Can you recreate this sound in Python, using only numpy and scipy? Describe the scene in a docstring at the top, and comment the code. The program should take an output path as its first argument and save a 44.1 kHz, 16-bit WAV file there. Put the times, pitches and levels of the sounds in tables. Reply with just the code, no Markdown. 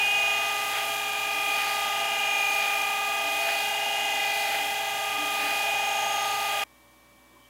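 """A bearing whines in throbbing clusters of tones over the rush of a grinding wheel, close to the microphone.
It is a surface grinder that passes the end of a hardened steel bar to and fro; the grit bites and hisses.
The whine is sines at the ball-pass harmonics with cage sidebands; wheel, grit and slides are shaped noise and tones.
The scene cuts abruptly from the running machine to the quiet hum of the workshop and a faint rub of the bar."""
import sys
import numpy as np
from scipy import signal
from scipy.fft import rfft, irfft
from scipy.io import wavfile
from scipy.ndimage import uniform_filter1d

SR = 44100
rng = np.random.default_rng(int(sys.argv[2]) if len(sys.argv) > 2 else 0)


def waveform_to_disk(signal):
    """Save audio, clipped to [-1, 1], as 16-bit WAV at the path in sys.argv[1]."""
    frames = np.transpose(np.atleast_2d(signal))
    scaled = np.clip(frames, -1, 1) * 32767
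    samples = np.round(scaled).astype(np.int16)
    wavfile.write(sys.argv[1], SR, samples)


N = 330309
TIME, BINS = np.arange(N) / SR, np.fft.rfftfreq(N, 1 / SR)  # s, Hz

SHAFT_HZ, CAGE_HZ, BALLS = 59.91, 25.9125, 12
CUT_S = 6.638  # the scene cuts from the running machine to the quiet workshop


def amp(db):
    """Decibels to gain."""
    return 10 ** (np.asarray(db) / 20)


def unit(x):
    """Scales to rms 1."""
    return x / np.sqrt(np.mean(abs(x) ** 2) + 1e-20)


def spectrum(points, hz):
    """Reads a spectrum (f/Hz, level/dB) as gain on a log-frequency axis."""
    f, db = np.transpose(points)
    return amp(np.interp(np.log(hz + 1), np.log(f), db))


def curve(rows, axis):
    """Reads one dB column of a time table as gain."""
    rows = np.asarray(rows)
    return amp(np.interp(TIME, rows[:, 0], rows[:, axis]))


def colour(x, points):
    """Filters a signal with a spectrum."""
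    return irfft(rfft(x) * spectrum(points, BINS), N)


def white():
    """Unit white noise."""
    return rng.standard_normal(N)


def drift(hz):
    """Random wander of rms 1, rolled off above about hz."""
    return unit(irfft(rfft(white()) / (1 + (BINS / hz) ** 2), N))


def swell(s, half_s):
    """A smooth rise and fall of height 1 around a moment."""
    return np.exp(-.5 * ((TIME - s) / half_s) ** 2)


def plateau(x, half_width):
    """A rounded, flat-topped window of height 1 around x = 0."""
    return np.exp(-.5 * ((x / half_width) ** 2) ** 2)


def tones(rows, clock):
    """Steady sines from rows of (f/Hz, rms level/dB)."""
    out = 0
    for hz, db in rows:
        cycles = hz * clock + rng.random()
        out = out + np.sqrt(2) * amp(db) * np.sin(2 * np.pi * cycles)
    return out


def ringing(modes):
    """Noise that shakes resonances given as rows of (f/Hz, nominal width/Hz, rms level/dB)."""
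    response = 0
    for hz, width, db in modes:
        detuning = 2 * (BINS - hz) / (1.35 * width)
        response = response + amp(db) * unit(1 / (1 + detuning ** 2))
    return irfft(rfft(white()) * response, N)


def traverse():
    """Position of the table, easing to a halt at each turning point."""
    # turning points; columns: t/s, position (-1 bar behind the wheel, +1 in front)
    turning_points = [(-.75, -1), (.2, .85), (1.12, -1), (2.1, .95), (3.02, -1), (3.92, 1), (4.93, -1),
                      (5.92, 1), (6.9, -1)]
    s, place = np.transpose(turning_points)
    leg = np.interp(TIME, s, np.arange(len(s)))
    eased = np.floor(leg) + .5 - .5 * np.cos(np.pi * (leg % 1))
    return np.interp(eased, np.arange(len(s)), place)


def cluster(cage, gains, path, scatter, echo):
    """Complex envelope of one harmonic: sidebands beat at the cage rate, and each fades as its echo path changes."""
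    cage, path = cage[::32], path[::32]  # the envelope is slow enough for a coarse grid
    sidebands = np.arange(-3, 5)[:, None]
    phase = sidebands * (cage + rng.uniform(0, 2 * np.pi)) + scatter * rng.standard_normal(sidebands.shape)
    echo_cycles = path * rng.uniform(-0.81, 1, sidebands.shape) + rng.random(sidebands.shape)
    reflection = np.exp(2j * np.pi * echo_cycles)
    envelope = gains @ (np.exp(1j * phase) * (1 + echo * reflection)) / np.sqrt(1 + echo ** 2)
    return np.interp(TIME, TIME[::32], envelope)


def whine_levels():
    """The moving bar shades and reflects the whine: rms gain over time of the harmonics that change most."""
    # second harmonic, the growl, before its trim; columns: t/s, level/dB
    growl = [(0.0, -35), (1.16, -38), (1.6, -34.5), (2.87, -33.5), (3.16, -35), (4.56, -32.5), (5.2, -36),
             (5.96, -30.5), (6.6, -34)]
    # third harmonic before its trim; columns: t/s, level/dB
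    third = [(0.0, -46.5), (0.39, -36.5), (0.59, -35), (1.05, -39.5), (1.87, -33.5), (2.13, -39),
             (3.1, -35), (3.66, -46.5), (4.74, -48.5), (5.16, -35.5), (5.5, -37.5), (5.7, -43.5),
             (6.25, -33.5), (6.6, -36.5)]
    # fifth harmonic before its trim; columns: t/s, level/dB
    fifth = [(0.0, -43), (0.64, -39), (1.12, -50), (1.38, -41), (3.97, -40.5), (4.23, -35), (5.09, -42),
             (6.6, -42.5)]
    # swells as the bar turns in front of the wheel; columns: t/s, seventh level/dB, sixteenth level/dB
    front_turns = [(0.1, -32.5, -48), (2.2, -36, -44.5), (3.92, -34.5, -52), (5.88, -43, -41.5)]
    lag_s = 0.22  # the sixteenth swells this much after the seventh
    seventh = sum(amp(db) * swell(s, 0.26) for s, db, _ in front_turns)
    sixteenth = sum(amp(db) * swell(s + lag_s, 0.21) for s, _, db in front_turns)
    return {2: amp(0.22) * curve(growl, axis=1),
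            3: amp(-0.26) * curve(third, axis=1),
            5: amp(-0.1) * curve(fifth, axis=1),
            7: np.hypot(amp(-41.5), seventh),  # resting level and swell add in power
            16: np.hypot(amp(-53), sixteenth)}


def bearing(clock, place, rough=0.052, rough_hz=45, spread_db=4, sweep_m=0.13):
    """Balls strike a flaw of the inner race; the cage carries them in and out of load, so each harmonic throbs."""
    # ball-pass harmonics 2 to 9, one a row, before echo and levelling; columns: cage sidebands -3 to +4, level/dB
    harmonics = [(-57.7, -63.8, -38.2, -36.8, -45.8, -47.1, -48.5, -55.4),
                 (-67.4, -61.9, -47.1, -39.9, -54.5, -56.4, -62.7, -76.4),
                 (-55.0, -54.6, -51.5, -53.4, -47.7, -63.3, -66.8, -73.6),
                 (-58.1, -56.0, -44.7, -46.5, -46.3, -60.1, -62.6, -73.2),
                 (-59.0, -55.1, -37.2, -58.6, -34.1, -68.6, -51.4, -56.9),
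                 (-48.6, -54.3, -41.5, -51.0, -48.6, -55.4, -51.6, -70.9),
                 (-53.5, -63.6, -45.8, -52.3, -49.3, -71.8, -51.3, -66.4),
                 (-63.8, -65.8, -50.1, -65.9, -59.9, -63.4, -61.4, -68.9)]
    # typical upper tone before spread and echo; columns: f/Hz, level/dB
    upper = [(4080, -58), (4490, -72), (4900, -62.5), (5300, -62), (5700, -72.5), (6150, -61),
             (7300, -65.5), (8200, -76), (10000, -78)]
    # loudest pair, either side of the sixth harmonic, before trim; columns: t/s, lower level/dB, upper level/dB
    shrill = [(0.0, -42, -25.5), (0.25, -50, -25.5), (0.6, -47, -35.5), (0.9, -36.5, -41.5),
              (1.55, -33.5, -30.5), (1.75, -40, -37), (1.9, -38.5, -44), (2.4, -28.5, -31),
              (2.85, -32.5, -34), (3.1, -46, -33), (3.5, -40, -30.5), (3.75, -42, -37), (4.05, -51, -34),
              (4.25, -34.5, -34), (5.0, -47, -40.5), (5.15, -43, -35), (5.75, -40, -30.5),
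              (6.25, -47, -42.5), (6.6, -43, -36)]
    pass_hz = BALLS * (SHAFT_HZ - CAGE_HZ)
    cage = 2 * np.pi * CAGE_HZ * clock
    flutter = drift(rough_hz) + 1j * drift(rough_hz)
    levels = whine_levels()
    out = np.zeros(N)
    for k in range(2, 25):
        if k - 2 < len(harmonics):
            gains = amp(harmonics[k - 2])
        else:  # higher up the odd sidebands lead, which doubles the throb
            even = np.arange(8) % 2  # marks sidebands -2, 0, +2, +4
            gains = spectrum(upper, k * pass_hz) * amp(spread_db * rng.standard_normal(size=8) - 11.6 * even)
        pair = 0
        if k == 6:  # the loudest pair swells tone by tone: steady when one leads, fluttering when they match
            gains = gains * (abs(np.arange(-3, 5)) != 1)
            lower_tone = curve(shrill, axis=1) * np.exp(-1j * cage)
            upper_tone = curve(shrill, axis=2) * np.exp(1j * cage)
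            pair = amp(-0.12) * (lower_tone + upper_tone)
        path = place * sweep_m * k * pass_hz / 343  # in wavelengths
        echo = np.interp(k, (3, 9), (.3, .6))  # short waves reflect better off the bar
        scatter = np.interp(k, (8, 14), (1.2, .4))  # the top harmonics pulse most sharply
        envelope = pair + cluster(cage, gains, path, scatter, echo)
        envelope = envelope * (1 + rough * np.roll(flutter, rng.integers(N)))
        if k in levels:  # level over two cage turns, which keeps the throb
            power = uniform_filter1d(abs(envelope) ** 2, round(2 * SR / CAGE_HZ))
            envelope = envelope / np.sqrt(power) * levels[k]
        out += np.sqrt(2) * (envelope * np.exp(2j * np.pi * k * pass_hz * clock)).real
    return out


def wheel(clock, place, swing_db=1.0):
    """The spinning wheel hums, shakes its guard and drags air along; rush and guard are louder with the bar in front."""
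    # spindle hum; columns: shaft order, rms level/dB
    hum_orders = [(1, -68), (3, -74), (4, -77), (5, -72.5), (6, -68.5), (7, -50), (11, -56), (14, -65)]
    # stray tones of the spindle; columns: f/Hz, rms level/dB
    stray = [(2593.4, -47), (3499, -56)]
    # rush of the free-running wheel, bar midway; columns: f/Hz, level/dB per Hz
    rush_colour = [(20, -103), (60, -91), (110, -86), (250, -84), (450, -79), (620, -76), (900, -67.5),
                   (1060, -78), (1450, -73.5), (2250, -72), (2500, -71), (3250, -68.5), (3700, -78.5),
                   (5500, -84.5), (15000, -98)]
    # resonances of guard and table before the guard gain; columns: f/Hz, nominal width/Hz, level/dB
    guard_modes = [(229.5, 25, -63.5), (648, 19, -50), (672.7, 2.7, -43.5), (688, 4, -51), (805, 24, -61.5)]
    hum = tones([(round(order) * SHAFT_HZ, db) for order, db in hum_orders] + list(stray), clock)
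    rush = colour(white(), rush_colour) * np.sqrt(SR / 2) * amp(swing_db * place)
    guard_db = -2.5 + 0.5 * clock + 0.6 * place  # rings a little more as time goes on
    return hum + rush + amp(guard_db) * ringing(guard_modes)


def drone(clock, place):
    """Slowly beating hum of the motor, the groan of the table slides and a wavering ring above it."""
    # groans of the slides; columns: t/s, half length/s, added level/dB
    groans = [(1.45, 0.1, -57), (3.33, 0.1, -57), (4.1, .05, -55), (4.597, 0.054, -59), (5.225, 0.073, -50),
              (5.464, 0.055, -48)]
    # wavering ring at the start, bar midway; columns: f/Hz, nominal width/Hz, level/dB
    ring_modes = [(577, 7.5, -68.5), (615, 5.1, -61.5)]
    mains_hz, beat_null_s = 120, 3.1
    turn = 2 * np.pi * (TIME - beat_null_s)
    mains = amp(-70.5) * np.sin(mains_hz * turn)
    second_order = amp(-67.5) * np.sin(2 * SHAFT_HZ * turn)  # opposes the mains hum at the null
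    hum = np.sqrt(2) * (mains - second_order)
    drag = amp(-64) + sum(amp(db) * swell(s, length) for s, length, db in groans)
    groan = drag * ringing([(298.4, 20, 0)])
    ring_db = 1.87 * clock + 2.5 * place  # grows with time, louder with the bar in front
    return hum + groan + amp(ring_db) * ringing(ring_modes)


def grit(clock, grains_per_s, size_db, runout):
    """Dense scratches of uneven size; the wheel's high spot cuts harder once a turn."""
    sizes = amp(size_db * np.minimum(rng.exponential(1, N), 5))
    scratches = white() * sizes * (rng.random(N) < grains_per_s / SR)
    high_spot = np.exp(2 * (np.cos(2 * np.pi * SHAFT_HZ * clock) - 1))
    return scratches * (1 + runout * high_spot)


def grinding(clock, place):
    """Grit bites the bar, makes it sing, throws sparks and hisses; the bar shades the hiss as it moves."""
    # the wheel bites on each pass; columns: t/s, half length/s, bite peak level/dB, spark contact level/dB
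    cuts = [(0.775, 0.046, -34.5, -50), (1.642, .085, -36.5, -42.5), (2.65, 0.071, -35, -48),
            (3.498, 0.064, -36, -43.5), (4.535, 0.066, -34.5, -42.5), (5.46, 0.066, -35.5, -46),
            (6.595, .11, -38, -44)]
    # colour of the bite before scaling; columns: f/Hz, level/dB
    bite_colour = [(150, -26), (450, -9), (720, 0), (1050, -11), (1450, 1), (2200, 3), (3100, 1.5),
                   (3900, -22), (6000, -27), (15000, -40)]
    # colour of the spark spray before scaling; columns: f/Hz, level/dB
    spray_colour = [(1500, -23), (3200, -7), (3900, 2.5), (4250, -4), (4450, 0), (4900, -1), (5400, -9.5),
                    (7000, -12.5), (12000, -14)]
    # colour of the fine hiss before scaling; columns: f/Hz, level/dB
    hiss_colour = [(3500, -19), (5500, -1.5), (6200, 5.5), (7400, 3), (8500, 2), (9700, 2), (10600, 2),
                   (11200, 7), (11800, 2.5), (13500, 1.5), (15000, -1), (15600, -0.5)]
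    # change of the hiss with the bar in front, before scaling; columns: f/Hz, change/dB
    shadow = [(5000, 5), (6500, 2), (7500, 1), (9000, -0.5), (10000, 3.5), (10650, -5), (11200, -1.5),
              (12500, 1), (13500, -1), (14300, -2), (15000, -2), (15600, -2.5)]
    # the same grains strike on every turn, so the bar sings; columns: shaft order, level/dB before sing gain
    sing_orders = [(72, -5), (73, -4), (74, 0), (78, -9), (79, -4), (80, -7)]
    depth = sum(amp(db) * swell(s, length) for s, length, db, _ in cuts)
    bite = depth * unit(colour(grit(clock, grains_per_s=7000, size_db=3.0, runout=0.23), bite_colour))

    # sparks fly while the bar's face is under the wheel; position in half strokes
    face_centre, face_half_width = 0.18, 0.46
    contact = plateau(place - face_centre, face_half_width) * curve(cuts, axis=3)
    sing = amp(-7.5) * contact * tones([(order * SHAFT_HZ, db) for order, db in sing_orders], clock)
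    sparks = np.hypot(contact, amp(-8) * depth)
    spray_grit = grit(clock, grains_per_s=12000, size_db=-1.5, runout=0.16)
    spray = np.hypot(amp(-45), sparks) * unit(colour(spray_grit, spray_colour))

    # the fine hiss holds up around each cut and dips briefly at the deepest bite
    hiss_db = -41.5
    for s, length, _, _ in cuts:
        hiss_db = hiss_db + 2.8 * plateau(TIME - s, 0.18) - 1.6 * swell(s, length)
    fine = colour(grit(clock, grains_per_s=36000, size_db=2.2, runout=.18), hiss_colour)
    front = np.clip(place, 0, 1)
    hiss = amp(hiss_db) * unit((1 - front) * fine + front * colour(fine, shadow))
    return bite + sing + spray + hiss


def workshop():
    """Quiet air and the hum of distant motors."""
    # colour of the air before scaling; columns: f/Hz, level/dB
    air_colour = [(25, -23), (60, -15), (110, -4), (200, -1), (250, 2), (420, -4), (1020, -1), (1400, -7),
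                  (2500, -9.5), (3300, -6), (4200, -12.5), (15500, -14.5)]
    # distant motor tones; columns: f/Hz, rms level/dB
    motor_tones = [(59.9, -70), (119.8, -74.5), (254.6, -72.5), (318.5, -72), (577, -69), (764, -78),
                   (955, -76), (1082, -70), (1152, -73), (1842, -72), (2304, -65.5)]
    air = amp(-59.5) * unit(colour(white(), air_colour))
    return air + tones(motor_tones, TIME)


def handling():
    """Fingers rub faintly on the steel, a short noise swell through each resonance."""
    # rubs as the bar is turned in the hand; columns: t/s, half length/s, f/Hz, nominal width/Hz, level/dB
    rubs = [(7.36, .04, 340, 90, -66), (7.36, .035, 1050, 130, -60), (7.45, .04, 3120, 170, -65)]
    return sum(swell(s, length) * ringing([(hz, width, db)]) for s, length, hz, width, db in rubs)


def scene():
    """Machine and room reach both channels alike; only the finest hiss and a faint rumble differ."""
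    clock = TIME + 0.000146 * np.cumsum(drift(1.5)) / SR  # the spindle speed wavers very slightly
    place = traverse()
    before_cut = np.clip((CUT_S - TIME) / .004 + .5, 0, 1)  # 4 ms crossfade from machine to workshop
    machine = bearing(clock, place) + wheel(clock, place) + drone(clock, place) + grinding(clock, place)
    mid = machine * before_cut + workshop() * (1 - before_cut) + handling()
    hiss = colour(white(), [(3000, -30), (5000, -7), (7500, 0), (15000, -1)])
    rumble = colour(white(), [(25, 0), (130, 0), (500, -12), (2000, -28), (15000, -36)])
    side = amp(-68) * unit(hiss) * before_cut + amp(-76) * unit(rumble)
    return np.array([mid + side, mid - side])


def record(dry):
    """The microphone's bass roll-off and the recorder's steep band limit."""
    thin = signal.sosfilt(signal.butter(2, 36, "high", fs=SR, output="sos"), dry)
    band_limit = signal.firwin(801, 15800, window=("kaiser", 9), fs=SR)
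    return signal.oaconvolve(thin, band_limit[None], "same")


dry = scene()
out = record(dry)
waveform_to_disk(out)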